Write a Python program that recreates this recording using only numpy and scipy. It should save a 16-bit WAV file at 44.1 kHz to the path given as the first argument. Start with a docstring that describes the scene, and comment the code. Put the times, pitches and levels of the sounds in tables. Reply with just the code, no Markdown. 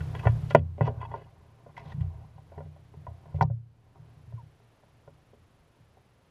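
"""A canoe on a calm lake, heard by a small camera clamped to the hull while an angler lays down a rod and lifts a fish.
From the start knocks excite the hull's panel modes, thumps its four deep bending modes, and friction noise drives
the panels as scrapes and rubbing, while tapped rod modes buzz; the loudest knock falls at 0.55 s. Sparser, softer
contacts follow until a burst near 3.4 s, then a short sine squeak at 4.38 s and faint last bumps.
Throughout lie filtered-noise wind rumble and hiss, and gated sine tones: a faint whine pulsing with the frames."""
import sys
import numpy as np
from scipy import signal
from scipy.fft import rfft, irfft
from scipy.io import wavfile
from scipy.ndimage import uniform_filter1d

SR = 44100
rng = np.random.default_rng(int(sys.argv[2]) if len(sys.argv) > 2 else 0)


def to_wav(sig):
    """Store sig (one row per channel, or 1-D mono) as 16-bit WAV at the path in sys.argv[1].

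    Samples outside -1..1 are clipped; the rate is SR.
    """
    pcm = np.clip(np.atleast_2d(sig), -1, 1) * 32767
    pcm = np.round(pcm).astype(np.int16)
    wavfile.write(sys.argv[1], SR, pcm.T)  # frames by channels


def magnitude_from_level(level_db):
    """Linear magnitude for a level in decibels (20 dB per decade)."""
    exponent = np.asarray(level_db, float) / 20
    return 10 ** exponent


N = 277830
T = np.arange(N) / SR


def level(x, db):
    """Root-mean-square normalisation: scales a sound to an rms level."""
    return x * magnitude_from_level(db) / np.sqrt(np.mean(x ** 2))


def gain_over_time(table):
    """Gain envelope: decibels joined by straight lines between the times of a table."""
    s, db = np.transpose(table)
    return magnitude_from_level(np.interp(T, s, db))


def shaped(x, gain):
    """Linear filtering: multiplies the spectrum by a gain that is a function of Hz."""
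    return irfft(rfft(x) * gain(np.maximum(np.fft.rfftfreq(N, 1 / SR), 1)), N)


def ringing(hz, modes):
    """Modal superposition: sums the resonance curves of modes under a steady push."""
    response = 0
    for mode_hz, db, t60 in modes:
        detuning = 2j * np.pi * (hz - mode_hz) * t60 / np.log(1000)
        response = response + magnitude_from_level(db) / np.sqrt(t60) / (1 + detuning)
    return response


def wander(rate):
    """Random modulation: normal random levels, rate of them a second, joined by straight lines."""
    k = int(SR / rate)
    held = np.repeat(rng.standard_normal(N // k + 1), k)
    return uniform_filter1d(held, k)[:N]


def add(out, s, sound, peak_db):
    """Linear superposition: lays a sound at time s, scaled to the given peak."""
    i = int(s * SR)
    out[i:i + len(sound)] += (sound * magnitude_from_level(peak_db) / np.abs(sound).max())[:N - i]


def colour_db(hz, near_hz, hard_db, focus_db, octaves):
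    """Driving-point excitation: the nearest panel rings most, and harder contact is brighter."""
    focus = focus_db * np.exp(-(np.log2(hz / near_hz) / octaves) ** 2)
    return focus + hard_db * np.log2(hz / 600)


def spell(start, length, start_db, change_db, edge_s):
    """Contact envelope: the gain of a contact that begins, changes level evenly and ends."""
    contact = np.clip(np.minimum(T - start, start + length - T) / edge_s, 0, 1)
    return contact * magnitude_from_level(start_db + change_db * np.clip((T - start) / length, 0, 1))


# panel modes of the hull, also driven by scrapes and rubbing:
# mode_hz [Hz], relative_level_db [dB], t60_s before damping by the contact [s]
PANEL_MODES = [(241.4, -14, 0.26), (393, -15.5, 0.17), (422, 0.5, 0.078), (486.9, -8, 0.092),
               (570, -2.5, .08), (658, -8, 0.056), (690, -1.5, 0.057), (775, 0.5, 0.053), (934, 0, 0.056),
               (1010, 0, .06), (1170, -24.5, 0.15), (1434, -6.5, .06), (1550, -15, .05),
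               (1788, -14.5, 0.079), (1970, -6.5, 0.055), (2336, -22.5, 0.11), (2600, -22, 0.096),
               (2850, -25, 0.053), (3233, -24.5, .09), (3840, -36, 0.046), (4550, -35.5, 0.052),
               (5300, -42.5, 0.011), (6200, -45, 0.045)]
# blows on the hull: start_s [s], peak_db of the ringing [dB], nearest_panel_hz [Hz],
# hardness_db [dB per octave], wide_panels_db [dB]
KNOCKS = [(0.004, -34, 1530, 11, 14), (0.149, -29.5, 434, 12.5, 5.5), (0.192, -33.5, 2580, 13, 8),
          (0.253, -21.5, 596, 1.7, 2), (0.269, -12, 556, 3.5, -3.5), (0.506, -24, 580, 10.5, 6.5),
          (0.548, 1.5, 605, 4.5, 8.5), (0.781, -32.5, 568, -15.5, -9.5), (0.808, -13.5, 537, 1, 1.5),
          (0.876, -19, 806, -0.8, 3.5), (1.013, -33, 990, 9.5, -2), (1.028, -29.5, 1010, 2, -2),
          (1.05, -31, 940, -1, -8), (1.114, -31.5, 1010, -1.5, -2.5), (1.139, -24, 960, -2, -9.5),
          (1.661, -40, 563, -3.5, 1), (1.776, -31.5, 890, 11, -18), (1.919, -38, 1970, 6, 5.5),
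          (2.006, -46.5, 1100, 16, 6), (2.38, -45, 800, -2, -8), (2.518, -42, 474, -6.5, -14),
          (2.577, -35, 388, -2.5, -4), (2.604, -35, 575, -1.5, -2.5), (2.657, -48.5, 640, -6, 1),
          (2.761, -49.5, 590, 0, -19), (2.938, -44.5, 387, -5.5, -5), (3.066, -32.5, 1015, -1, -7),
          (3.255, -44, 477, -2, -8), (3.343, -38, 566, -3, 0), (3.386, -40, 386, -5, -10.5),
          (3.409, -10, 920, 4.5, -4.5), (3.423, -15, 833, -6.5, -12.5), (3.499, -39, 577, -8, -13),
          (4.322, -47, 570, -0.5, -2), (4.6, -52, 635, 1, -1), (4.833, -50.5, 575, -2, -6),
          (5.075, -41, 576, -1.5, -0.5), (5.331, -47, 563.5, -11, -1), (5.969, -50, 674.6, -4, 5)]


def knocks(focus_db=10, focus_octaves=0.29, tick_s=.004, tail_db=-24, chatter_db=-14, chatter_s=.007, thin_hz=2600):
    """Impact excitation: each blow rings all panels, the contact ticks and loose gear rattles on."""
    full_scale_contact_s, longer_per_db = .0018, .08  # contact lasts longer by this many dB for each dB lighter
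    scatter_db, detune_share = 2.5, .012  # every blow lands elsewhere and loads the panels differently
    full_scale_ring, ring_per_db = .6, -0.02  # share of t60; lighter blows are damped less
    wide_below_hz = 520
    tick_db, rattle_db, bite_db_per_hardness = -49.5, -46, 2.3  # gain of noise; harder blows bite more
    rattle_hz, rattle_octaves, rattle_s = 2900, 0.32, .011  # loose gear shaken by a blow

    out, t = np.zeros(N), T[:SR // 5]
    hz, db, t60 = np.transpose(PANEL_MODES)[:, :, None]
    # the hand or gear still lying on the skin damps the high modes
    t60 = t60 / (1 + (hz / thin_hz) ** 2)
    chance = rng.standard_normal((len(KNOCKS), 3, len(PANEL_MODES), 1))
    bounces = rng.standard_normal((len(KNOCKS), SR // 30)) ** 3 * np.exp(-t[:SR // 30] / chatter_s)

    def click_gain(hz):
        return (hz / 3000) ** 2 / (1 + (hz / 3000) ** 3.6)

    def rattle_gain(hz):
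        return ringing(hz, PANEL_MODES) * np.exp(-(np.log2(hz / rattle_hz) / rattle_octaves) ** 2)

    click = level(shaped(rng.standard_normal(N), click_gain), 0)
    shaken = magnitude_from_level(2.3 * wander(150)) * rng.standard_normal(N)
    loose = level(shaped(shaken, rattle_gain), 0)

    for knock, (offset, size, detune), bounce in zip(KNOCKS, chance, bounces):
        s, peak_db, near_hz, hard_db, wide_db = knock
        contact_s = full_scale_contact_s * magnitude_from_level(-longer_per_db * min(peak_db, 0))
        rise = 1 - np.exp(-(t / contact_s) ** 2)
        colour = colour_db(hz, near_hz, hard_db, focus_db, focus_octaves)
        gain = magnitude_from_level(db + colour + wide_db * (hz < wide_below_hz) + scatter_db * size)
        # most energy spreads away fast, a little rings on
        ring = np.clip(full_scale_ring + ring_per_db * peak_db, .1, 1)
        fade = 1000. 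** (-t / (t60 * ring)) + magnitude_from_level(tail_db) * 1000. ** (-t / (2.0 * t60))
        # the panels peak about as the contact ends, each with a random phase offset
        phase = 2 * np.pi * hz * (1 + detune_share * detune) * (t - contact_s) + 0.95 * offset
        body = rise * (gain * np.cos(phase) * fade).sum(0)
        # the contact chatters in tiny bounces, each a weaker blow
        chatter = signal.fftconvolve(body, bounce / np.linalg.norm(bounce))[:len(t)]
        add(out, s, body + magnitude_from_level(chatter_db) * chatter, peak_db)
        bite_db, here = peak_db + bite_db_per_hardness * hard_db, int(s * SR)
        tick = rise * np.exp(-t / tick_s) * np.roll(click, -here)[:len(t)]
        rattle = rise * np.exp(-t / rattle_s) * np.roll(loose, -here)[:len(t)]
        add(out, s, tick, bite_db + tick_db)
        add(out, s, rattle, bite_db + rattle_db)
    return out


# deep bending modes of the whole hull, also driven by rocking: mode_hz [Hz], longest_t60_s [s]
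DEEP_MODES = [(55, 1), (85, 0.65), (115, 0.57), (149, 0.68)]
# shifts of weight: start_s [s], peak_db before the bass cut [dB], second_mode_db against the third [dB],
# fourth_mode_db against the third [dB], ring_length [share of t60, 0-1]
THUMPS = [(0.004, -23.5, 9, 4, .57), (0.072, -37, -15, 3, .26), (0.192, -32.5, -12, -22.5, 0.47),
          (0.259, -9.5, -6, -15, 0.73), (0.335, -21, -4, -2.5, 0.98), (0.427, -22.5, -18.5, -8, 0.67),
          (0.542, -15, -5.5, 6.5, 0.44), (0.586, -22, 11.5, -2.5, 1), (0.807, -13, -27, -2.5, 0.45),
          (0.883, -21, -4.5, -7, 0.4), (0.969, -27.5, 1, -12, 0.89), (1.098, -37.5, 2, 1, 0.59),
          (1.853, -37, 12, 24.5, 0.56), (1.938, -28, -1, 11, 0.9), (1.974, -25, -13, 14, 0.71),
          (2.005, -17.5, -0.5, -9.5, 0.48), (2.061, -28, 36, 1, 0.39), (2.15, -33.5, 0.5, -15, .51),
          (2.24, -39.5, -13, -2, 0.57), (2.354, -38.5, -7, -2, 0.6), (2.569, -34, 9.5, 12.5, 0.78),
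          (2.647, -34, 18, 15.5, 0.76), (2.965, -37, 6, 10.5, 0.56), (3.076, -32, 5, -17, 0.61),
          (3.258, -45.5, 1.5, 20.5, 0.55), (3.34, -22, 20, 15.5, 0.37), (3.361, -27.5, -1.5, -6, 0.29),
          (3.409, -14, -32, -1.5, 0.56), (3.44, -14, -12, -5.5, 0.45), (3.501, -24, -17, -34, 0.67),
          (3.995, -42, -23, -8, 0.84), (4.165, -42, -4, -8, 0.69), (4.273, -39, -13, -29, 0.69),
          (4.333, -31.5, -24, -19, 0.39), (4.427, -43, -22, -2.5, 0.56), (5.07, -47, 1, 2.5, 0.56),
          (5.334, -52, 2, -8, 0.54), (5.8, -47, -15, -7.5, 0.63)]


def thumps():
    """Modal beating: a soft push swells the deep modes in step; they beat together as they fade."""
    push_s, lowest_db = .0072, -11.5  # the lowest mode follows the second, up to the level of the third
    out, t = np.zeros(N), T[:SR // 2]
    hz, t60 = np.transpose(DEEP_MODES)[:, :, None]
    swell = 1 - np.exp(-(t / push_s) ** 2)
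    for s, peak_db, second_db, fourth_db, ring in THUMPS:
        share_db = np.array([min(second_db, 0) + lowest_db, second_db, 0, fourth_db])
        share = magnitude_from_level(share_db)[:, None]
        fade = 1000. ** (-t / (t60 * max(ring, .1)))
        body = (share * np.sin(2 * np.pi * hz * (t - 1.5 * push_s)) * fade).sum(0)
        add(out, s, body * swell, peak_db)
    # little sounds below the lowest mode
    return shaped(out, lambda hz: 1 / (1 + (45 / hz) ** 4))


# gear dragged on the hull: start_s [s], length_s [s], start_level_db [dB], change_db [dB],
# nearest_panel_hz [Hz], hardness_db [dB per octave]
SCRAPES = [(0.144, .08, -53, -7, 600, 2), (0.222, 0.045, -52.5, 17, 1100, 0),
           (.498, 0.049, -44.5, -28.5, 3340, 8), (0.774, 0.083, -58, 3, 2600, -3.5),
           (0.822, 0.06, -51, 24, 774, -1), (0.879, 0.096, -36.5, -25, 547, -6.5),
           (1.003, 0.073, -47.5, -12, 990, -4), (1.075, 0.064, -52, 3, 910, -2),
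           (1.141, 0.095, -44.5, -7.5, 430, -3), (1.764, 0.077, -47.5, -20, 2170, 3),
           (1.791, .15, -58, -3, 840, 2), (1.834, 0.101, -66.5, 11.5, 3350, 1.5),
           (2.098, 0.16, -69.5, 9, 880, -8), (2.521, 0.15, -57, -7, 752, -2),
           (3.065, 0.063, -44.5, -15.5, 706, -6.5), (3.343, 0.047, -63, -10, 2520, 6),
           (3.413, 0.03, -49.5, -13, 4710, 7)]


def scrapes(slip_db=4, edge_s=0.007, focus_db=12, focus_octaves=0.49, top_hz=6500):
    """Stick-slip friction: dragged gear slips in quick steps and rings the panels near it."""
    def hull_gain(hz):
        return ringing(hz, PANEL_MODES) / (1 + (hz / top_hz) ** 8) / (1 + (330 / hz) ** 6)

    out = np.zeros(N)
    slips = shaped(magnitude_from_level(slip_db * wander(160)) * rng.standard_normal(N), hull_gain)
    for start, length, start_db, change_db, near_hz, hard_db in SCRAPES:
        near = shaped(slips, lambda hz: magnitude_from_level(colour_db(hz, near_hz, hard_db, focus_db, focus_octaves)))
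        out += spell(start, length, start_db, change_db, edge_s) * level(near, 0)
    return out


# gear rubbing the hull: time_s [s], relative_level_db [dB]
RUBBING = [(0.0, -57), (0.28, -49.5), (0.46, -63.5), (0.75, -68), (0.97, -52), (1.35, -63.5), (1.67, -64),
           (1.84, -55.5), (2.58, -75.5), (2.95, -71.5), (3.39, -57), (3.58, -83.5), (4.07, -65),
           (4.25, -71), (6.3, -80)]


def rubbing(slip_db=4):
    """Friction-driven vibration: uneven soft rubbing drives mostly the lower panels."""
    slips = magnitude_from_level(slip_db * wander(65)) * rng.standard_normal(N)
    hull = shaped(slips, lambda hz: ringing(hz, PANEL_MODES) / (1 + (hz / 1400) ** 3))
    return gain_over_time(RUBBING) * level(hull, -2)


# modes of the rod and reel: mode_hz [Hz], relative_level_db [dB], t60_s [s]
ROD_MODES = [(1650, -2, .03), (2000, 0, .04), (2600, 0, .045), (2900, -5, .03), (3300, -5, .035),
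             (4600, -17, .03)]
# the rod buzzing against the gunwale: start_s [s], length_s [s], start_level_db [dB], change_db [dB]
BUZZES = [(.147, .045, -53, -8), (.188, .05, -53, -8), (.24, .085, -54, -6), (.502, .04, -47, -14),
          (.558, .04, -48, -18), (.812, .085, -60, 3), (1.004, .062, -57, -3), (1.113, .14, -66, -4)]


def rod(skirt_hz=330):
    """Resonance under repeated impact: quick uneven taps keep the rod's modes ringing."""
    def rod_gain(hz):
        return sum(ringing(hz, [mode]) * np.exp(-((hz - mode[0]) / skirt_hz) ** 2) for mode in ROD_MODES)

    taps = magnitude_from_level(4 * wander(120)) * rng.standard_normal(N)
    ring = level(shaped(taps, rod_gain), 0)
    return ring * sum(spell(*row, edge_s=.003) for row in BUZZES)


# one wet squeak: start_s [s], length_s [s], peak_db [dB], from_hz [Hz], to_hz [Hz]
SQUEAK = (4.376, .05, -51, 1020, 900)


def squeak():
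    """Frequency modulation: a short falling tone with a slightly unsteady pitch."""
    start, length, peak_db, from_hz, to_hz = SQUEAK
    part = np.clip((T - start) / length, 0, 1)
    hz = (from_hz + (to_hz - from_hz) * part) * (1 + .03 * wander(200))
    return magnitude_from_level(peak_db) * np.sin(np.pi * part ** .6) * np.sin(2 * np.pi * np.cumsum(hz) / SR)


# the hull working under the angler: time_s [s], relative_level_db [dB]
ROCKING = [(0.0, -38), (0.47, -35.5), (0.63, -46), (0.88, -41.5), (1.33, -52.5), (1.56, -58), (1.9, -42.5),
           (2.39, -53), (2.56, -48), (2.77, -57), (3.02, -49), (3.51, -52), (3.72, -57), (4.02, -53),
           (4.32, -55.5), (4.7, -66.5), (5.26, -59), (6.3, -67.5)]
# one value for each deep mode: relative_level_db [dB]
ROCKING_SHARES = [-22, 0, 1.5, -3]


def rocking():
    """Random vibration: small random loads keep the deep modes murmuring."""
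    modes = [(hz, db, t60) for (hz, t60), db in zip(DEEP_MODES, ROCKING_SHARES)]
    murmur = shaped(rng.standard_normal(N), lambda hz: ringing(hz, modes))
    return level(murmur, -2.3) * gain_over_time(ROCKING)


# spectrum of wind rumble and hiss: frequency_hz [Hz], relative_density_db [dB per Hz]
AIR_SPECTRUM = [(20, -16), (50, -5.5), (120, -1.5), (200, -10.5), (560, -13), (1500, -21), (3000, -26),
                (6000, -34), (10000, -41.5), (13500, -45.5), (15500, -60.5)]


def air(gust_db=3):
    """Filtered random noise: smooth hiss, with only the bass pushed about by the wind."""
    f, db = np.transpose(AIR_SPECTRUM)
    white = rng.standard_normal(N)
    noise = level(shaped(white, lambda hz: magnitude_from_level(np.interp(np.log(hz), np.log(f), db))), -66)
    bass = shaped(noise, lambda hz: 1 / (1 + (hz / 150) ** 4))
    return noise + bass * (magnitude_from_level(gust_db * wander(5)) - 1)


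# tones of the camera's electronics: tone_hz [Hz], relative_level_db [dB]
WHINE_TONES = [(10657, -84), (13183, -91), (11355, -99)]
# where in a frame the whine begins, before and after the pulsing skips: start [share of a frame]
FRAME_STARTS = (.58, .02)


def whine():
    """Gated tones: the camera's electronics sing for half of every frame and start afresh each time."""
    frame_hz, skip_s = 23.976, .78
    frame = (T * frame_hz - np.where(T < skip_s, *FRAME_STARTS)) % 1
    tones = sum(magnitude_from_level(db) * np.sin(2 * np.pi * hz * frame / frame_hz) for hz, db in WHINE_TONES)
    return tones * uniform_filter1d(1. * (frame < .5), size=40)


# the background starts high, dips after the two loudest knocks and creeps back: time_s [s], gain_db [dB]
BACKGROUND_GAIN = [(0, 15), (.553, 12), (.575, -7), (.78, -7.5), (1, 1.5), (3.41, 2.5), (3.47, -14),
                   (3.8, -3.5), (4.1, 2.5), (6.3, 1.5)]


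def background():
    """Amplitude modulation: one slow gain moves the air noise and the whine together."""
    return gain_over_time(BACKGROUND_GAIN) * (air() + whine())


def scene():
    """Superposition: hull and gear sounds add to the background."""
    hull = knocks() + thumps() + scrapes() + rubbing() + rocking()
    gear = rod() + squeak()
    return (hull + gear + background())[None]


def top_cut(x):
    """Nothing passes above the cut-off."""
    return signal.sosfilt(signal.butter(12, 15000, fs=SR, output="sos"), x)


def record(dry):
    """Hard clipping: peaks are cut off just below full scale."""
    mix = np.clip(dry, -.99, .99)
    return top_cut(mix)


dry = scene()
out = record(dry)
to_wav(out)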